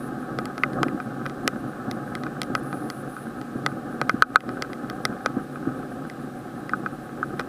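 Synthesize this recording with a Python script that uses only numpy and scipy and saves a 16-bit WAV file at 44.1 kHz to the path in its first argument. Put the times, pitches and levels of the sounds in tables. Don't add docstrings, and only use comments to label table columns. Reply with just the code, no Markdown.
import sys
import numpy as np
from scipy import signal
from scipy.fft import rfft, irfft
from scipy.io import wavfile

SR = 44100
rng = np.random.default_rng(int(sys.argv[2]) if len(sys.argv) > 2 else 0)


def put_to_file(sound):
    columns = np.atleast_2d(sound).T
    safe = np.clip(columns, -1, 1)
    whole_steps = np.round(safe * 32767)
    wavfile.write(sys.argv[1], SR, whole_steps.astype(np.int16))


N = 329868
TIME_S = np.arange(N) / SR
FREQS_HZ = np.fft.rfftfreq(N, 1 / SR)
EDGE_HZ = 15400


def amp(db):
    return 10 ** (np.asarray(db) / 20)


def unit(x):
    return x / np.sqrt(np.mean(x ** 2) + 1e-20)


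def blow(x, db):
    return amp(db) * x / np.sqrt(np.sum(x ** 2) / (SR * .004))


def add(mix, start_s, sound):
    part = mix[max(round(start_s * SR), 0):][:len(sound)]
    part += sound[:len(part)]


def humps(table, hz):
    return np.sqrt(sum(amp(db) ** 2 / (1 + 2 * ((hz - f) / width) ** 2) ** 3 for f, width, db in table))


def noise(spectrum):
    hz, db = np.transpose(spectrum)
    gain = amp(np.interp(np.log(FREQS_HZ + 1), np.log(hz), db))
    return unit(irfft(rfft(rng.standard_normal(N)) * gain, N))


def wander(cutoff_hz):
    gain = np.exp(-(FREQS_HZ / cutoff_hz) ** 2) * (FREQS_HZ > 0)
    return unit(irfft(rfft(rng.standard_normal(N)) * gain, N))


def circuits(hiss_db=-54.1, buzz_db=-69, frame_hz=59.94,
             burst_db=-63.5, bursts_per_s=6, burst_s=.048, spell_db=-55.7):
    hiss_spectrum = [(20, 6), (900, 12), (1900, 11), (2600, 8), (3500, 5.5), (3900, 7), (4400, 3.5),
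                     (6500, 0), (8600, -.5), (9300, 1), (11500, -2.5), (15000, -4)]
    fizz_spectrum = [(20, -40), (7000, -22), (8700, -14), (9200, -2), (10900, 0), (11250, -15), (12300, -8),
                     (13300, -11), (14200, -22)]
    fizz_spells = [(0, .085), (2.55, 2.6), (2.63, 3.025), (3.09, 3.245)]
    whine_peaks = [(7890, 130, 0), (9230, 650, -3), (12250, 650, -7.5)]
    harmonics_hz = np.arange(1, EDGE_HZ // frame_hz) * frame_hz
    phasors = np.exp(2j * np.pi * rng.random(len(harmonics_hz)))
    comb = np.zeros(len(FREQS_HZ), complex)
    comb[np.round(harmonics_hz * N / SR).astype(int)] = humps(whine_peaks, harmonics_hz) * phasors
    starts_s = (np.arange(60) + rng.uniform(0, .6, 60)) / bursts_per_s
    in_burst = np.any([(TIME_S > s) & (TIME_S < s + burst_s) for s in starts_s], 0)
    in_spell = np.any([(TIME_S > start) & (TIME_S < end) for start, end in fizz_spells], 0)
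    fizz = np.maximum(amp(burst_db) * in_burst, amp(spell_db) * in_spell) * noise(fizz_spectrum)
    return amp(hiss_db) * noise(hiss_spectrum) + amp(buzz_db) * unit(irfft(comb, N)) + fizz


def through_walls(x, size=8192):
    resonances = [(55, 50, -17), (118, 18, -7.5), (141, 30, -.5), (200, 45, -4.5), (248, 55, 1.5),
                  (312, 75, -2), (385, 75, -8), (505, 120, -9), (585, 80, -12), (745, 90, -7),
                  (820, 50, -11.5), (1030, 60, -19), (1135, 80, -13), (1270, 130, -10), (1450, 130, -15.5),
                  (1585, 110, -14), (1745, 120, -19.5)]
    log_gain = np.log(humps(resonances, abs(np.fft.fftfreq(size, 1 / SR))) + 1e-5)
    response = np.fft.ifft(np.exp(np.conj(signal.hilbert(log_gain)))).real[:size // 2]
    return signal.oaconvolve(x, response / np.linalg.norm(response))[:N]


def shower_db(base_db=-32, easing_db_per_s=.48, lull_half_s=.15):
    lulls = [(0, 3), (1.12, 2), (3.25, 2), (5.52, 2), (6.38, 3), (7.15, 1.5)]
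    dips_db = sum(db * np.exp(-((TIME_S - s) / lull_half_s) ** 2) for s, db in lulls)
    return base_db - easing_db_per_s * TIME_S - dips_db


def rain(drops_per_s=700, spread_db=3.1, split_hz=600, low_db=1.3, high_db=.2,
         flutter_db=1, clump_db=1.4):
    sizes = amp(spread_db * np.minimum(rng.exponential(1, N), 5)) * rng.choice([-1, 1], N)
    near = unit(sizes * (rng.random(N) < drops_per_s / SR))
    far = rng.standard_normal(N)
    wash = through_walls(unit(near + far))
    low = signal.sosfiltfilt(signal.butter(2, split_hz, fs=SR, output="sos"), wash)
    gain = amp(shower_db() + flutter_db * wander(14))
    low_gain = amp(low_db + clump_db * wander(8))
    return gain * (low_gain * low + amp(high_db) * (wash - low))


def drips(thud_hz=275, thud_peak_s=.0042, body_hz=145, body_db=-14, body_peak_s=.009, spray_t60_s=.28):
    landings = [(.767, -24, -23), (.813, -14, -31), (.862, -19, -31), (.943, -18, -38), (1.881, -20, -40),
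                (2.500, -18, -37), (3.555, -17, -38), (4.141, -15, -31), (5.095, -19, -38),
                (5.367, -14.5, -30), (5.670, -13.5, -30)]
    t = np.arange(SR // 4) / SR
    thuds, spray = np.zeros(N), np.zeros(N)
    for start_s, thud_db, spray_db in landings:
        for hz, db, peak_s in (thud_hz, thud_db, thud_peak_s), (body_hz, thud_db + body_db, body_peak_s):
            swing = np.sin(2 * np.pi * hz * rng.uniform(.9, 1.1) * t)
            envelope = (t / peak_s * np.exp(1 - t / peak_s)) ** 2
            add(thuds, start_s, amp(db) * swing * envelope)
        add(spray, start_s, amp(spray_db - 60 * t / spray_t60_s) * rng.standard_normal(len(t)))
    return thuds + through_walls(spray)


def tap(ring_db, knock_db, ping_db, snap_db, spot_hz, tilt_db_per_oct,
        spot_width_hz=230, vary_db=2.2, dull_from_db=27, splash_db=-8, splash_t60_s=.009,
        sharp_s=.0005, soften_s_per_db=.000032, contact_s=.00012):
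    # f/Hz, level/dB, t60/s, family (0 wall ring, 1 shell knock, 2 corner ping, 3 contact snap)
    case_modes = [(1120, -13.5, .038, 0), (1276, 0, .034, 0), (1415, -11, .042, 0), (1505, -.5, .032, 0),
                  (1615, -11, .03, 0), (2430, -8.5, .028, 0), (4600, -23, .02, 0), (420, -3, .02, 1),
                  (520, -1, .018, 1), (680, -3, .012, 1), (780, -3, .016, 1), (2010, 0, .016, 2),
                  (2420, -8, .009, 2), (2780, -7.5, .005, 3), (3230, -5, .009, 3), (3700, -3, .005, 3),
                  (4150, -4, .005, 3), (4650, -2, .005, 3), (5200, 0, .004, 3), (5700, -5.5, .005, 3),
                  (7600, -8, .003, 3), (9950, -6, .003, 3), (14000, -10.5, .002, 3)]
    hz, db, t60_s, family = np.transpose(case_modes)
    wall, snap = family == 0, family == 3
    t = np.arange(SR // 16) / SR
    db = db + vary_db * rng.standard_normal(len(hz)) * np.where(wall, .3, 1)
    db -= wall * np.minimum(6 * ((hz - spot_hz) / spot_width_hz) ** 2, 8)
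    db += snap * tilt_db_per_oct * np.log2(hz / spot_hz)
    softness_db = max(ring_db - snap_db, 0)
    push_s = sharp_s + soften_s_per_db * softness_db
    db -= wall * (hz > 2000) * max(softness_db - dull_from_db, 0)
    hz = hz * (1 + np.where(wall, .004, .015) * rng.standard_normal(len(hz)))
    phase = np.where(wall, -hz * push_s, rng.random(len(hz)))
    rise_s = np.where(wall, push_s, contact_s + .5 * (push_s - sharp_s))
    modes = np.cos(2 * np.pi * (hz[:, None] * t + phase[:, None]))
    modes *= amp(db[:, None] - 60 * t / t60_s[:, None])
    modes *= 1 - np.exp(-(t / rise_s[:, None]) ** 2)
    family_db = ring_db, knock_db, ping_db, snap_db
    shell = sum(blow(modes[family == k].sum(0), level) for k, level in enumerate(family_db))
    splash_band = signal.butter(1, [2200, 6000], "band", fs=SR, output="sos")
    splash = signal.sosfilt(splash_band, rng.standard_normal(len(t))) * amp(-60 * t / splash_t60_s)
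    return shell + blow(splash, snap_db + splash_db)


def droplets(count=45, spread_db=3):
    out = np.zeros(N)
    for when, size, spot in rng.random((count, 3)):
        tick = tap(ring_db=-37, knock_db=-45, ping_db=-60, snap_db=-71,
                   spot_hz=1200 + 400 * spot, tilt_db_per_oct=-4)
        add(out, when * N / SR, amp(spread_db * (2 * size - 1)) * tick)
    return out


def landing(strength_db, softness_db, place_db):
    corner_db, middle_db = max(place_db, 0), max(-place_db, 0)
    return tap(ring_db=strength_db + .5,
               knock_db=strength_db - 3.3 - .48 * softness_db + middle_db,
               ping_db=strength_db - 3.5 - .7 * softness_db + corner_db,
               snap_db=strength_db - 1 - softness_db,
               spot_hz=1280 + 2.9 * softness_db,
               tilt_db_per_oct=2.6 - .2 * softness_db - .4 * corner_db)


def drops(highpass_hz=260):
    # t/s, strength/dB, softness/dB (0 bare plastic, 40 standing water), place/dB (+ corner, - mid-wall)
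    hits = [(.3874, -24, 11, -9), (.4554, -36, 1, -3), (.5796, -30, 10, 2), (.6352, -15.5, 19.5, 19),
            (.7329, -41, 7, 2), (.8308, -15, 12, -5), (.8833, -38, 11, 14), (1.0007, -26, 23, 0),
            (1.2556, -27, 25, 0), (1.2628, -26, 13, 2), (1.2968, -35, 10, 0), (1.4773, -19, 0, -1),
            (1.9129, -36, -4, 0), (2.1522, -30, 5, 4), (2.2354, -32, 10, 4), (2.2654, -26, 26, -6),
            (2.4171, -28, -3, 0), (2.4322, -39, -3, 0), (2.5513, -16.5, 11.5, 1), (2.728, -26.5, 21, -4),
            (2.9011, -31, 2, 1), (3.1653, -30, 29, 0), (3.4141, -47, -3, 3), (3.6628, -18, 7.5, 6),
            (4.0144, -18, 12, -7), (4.0945, -12, 16.5, 6.5), (4.222, 2.3, 29.5, -2), (4.3579, 2.3, 30, -2),
            (4.4058, -38, 3, 8), (4.491, -30, 14, 0), (4.6227, -25, 2, 2), (4.7319, -38, 6, 9),
            (4.8993, -33, 2, -4), (5.0524, -20.5, 0, 2.5), (5.2603, -16, 13, -6), (5.557, -31, 26, 0),
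            (6.099, -42, 3, 11), (6.6935, -30, 13, 11), (6.7339, -15, 40, 0), (6.8608, -20, 30, 4),
            (7.2284, -17.5, 42, 0), (7.3941, -31, 10, 9), (7.3961, -23, 10, -5), (7.4041, -29, 15, 0),
            (7.411, -33, 17, 0)]
    out = np.zeros(N)
    for start_s, strength_db, softness_db, place_db in hits:
        add(out, start_s, landing(strength_db, softness_db, place_db))
    return signal.sosfilt(signal.butter(2, highpass_hz, "high", fs=SR, output="sos"), out)


def scene():
    return (rain() + drips() + drops() + droplets() + circuits())[None]


def record(dry, threshold_db=-2.2, recover_db_per_s=98, attack_s=.0008):
    over_db = np.maximum(20 * np.log10(abs(dry[0]) + 1e-9) - threshold_db, 0)
    recovery_db = TIME_S * recover_db_per_s
    held_db = np.maximum.accumulate(over_db + recovery_db) - recovery_db
    pole = np.exp(-1 / (attack_s * SR))
    duck_db = signal.lfilter([1 - pole], [1, -pole], held_db)
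    clipped = np.clip(dry * amp(-duck_db), -1, 1)
    lowpass = signal.firwin(401, EDGE_HZ, window=("kaiser", 8), fs=SR)
    return signal.oaconvolve(clipped, lowpass[None], "same")


dry = scene()
out = record(dry)
put_to_file(out)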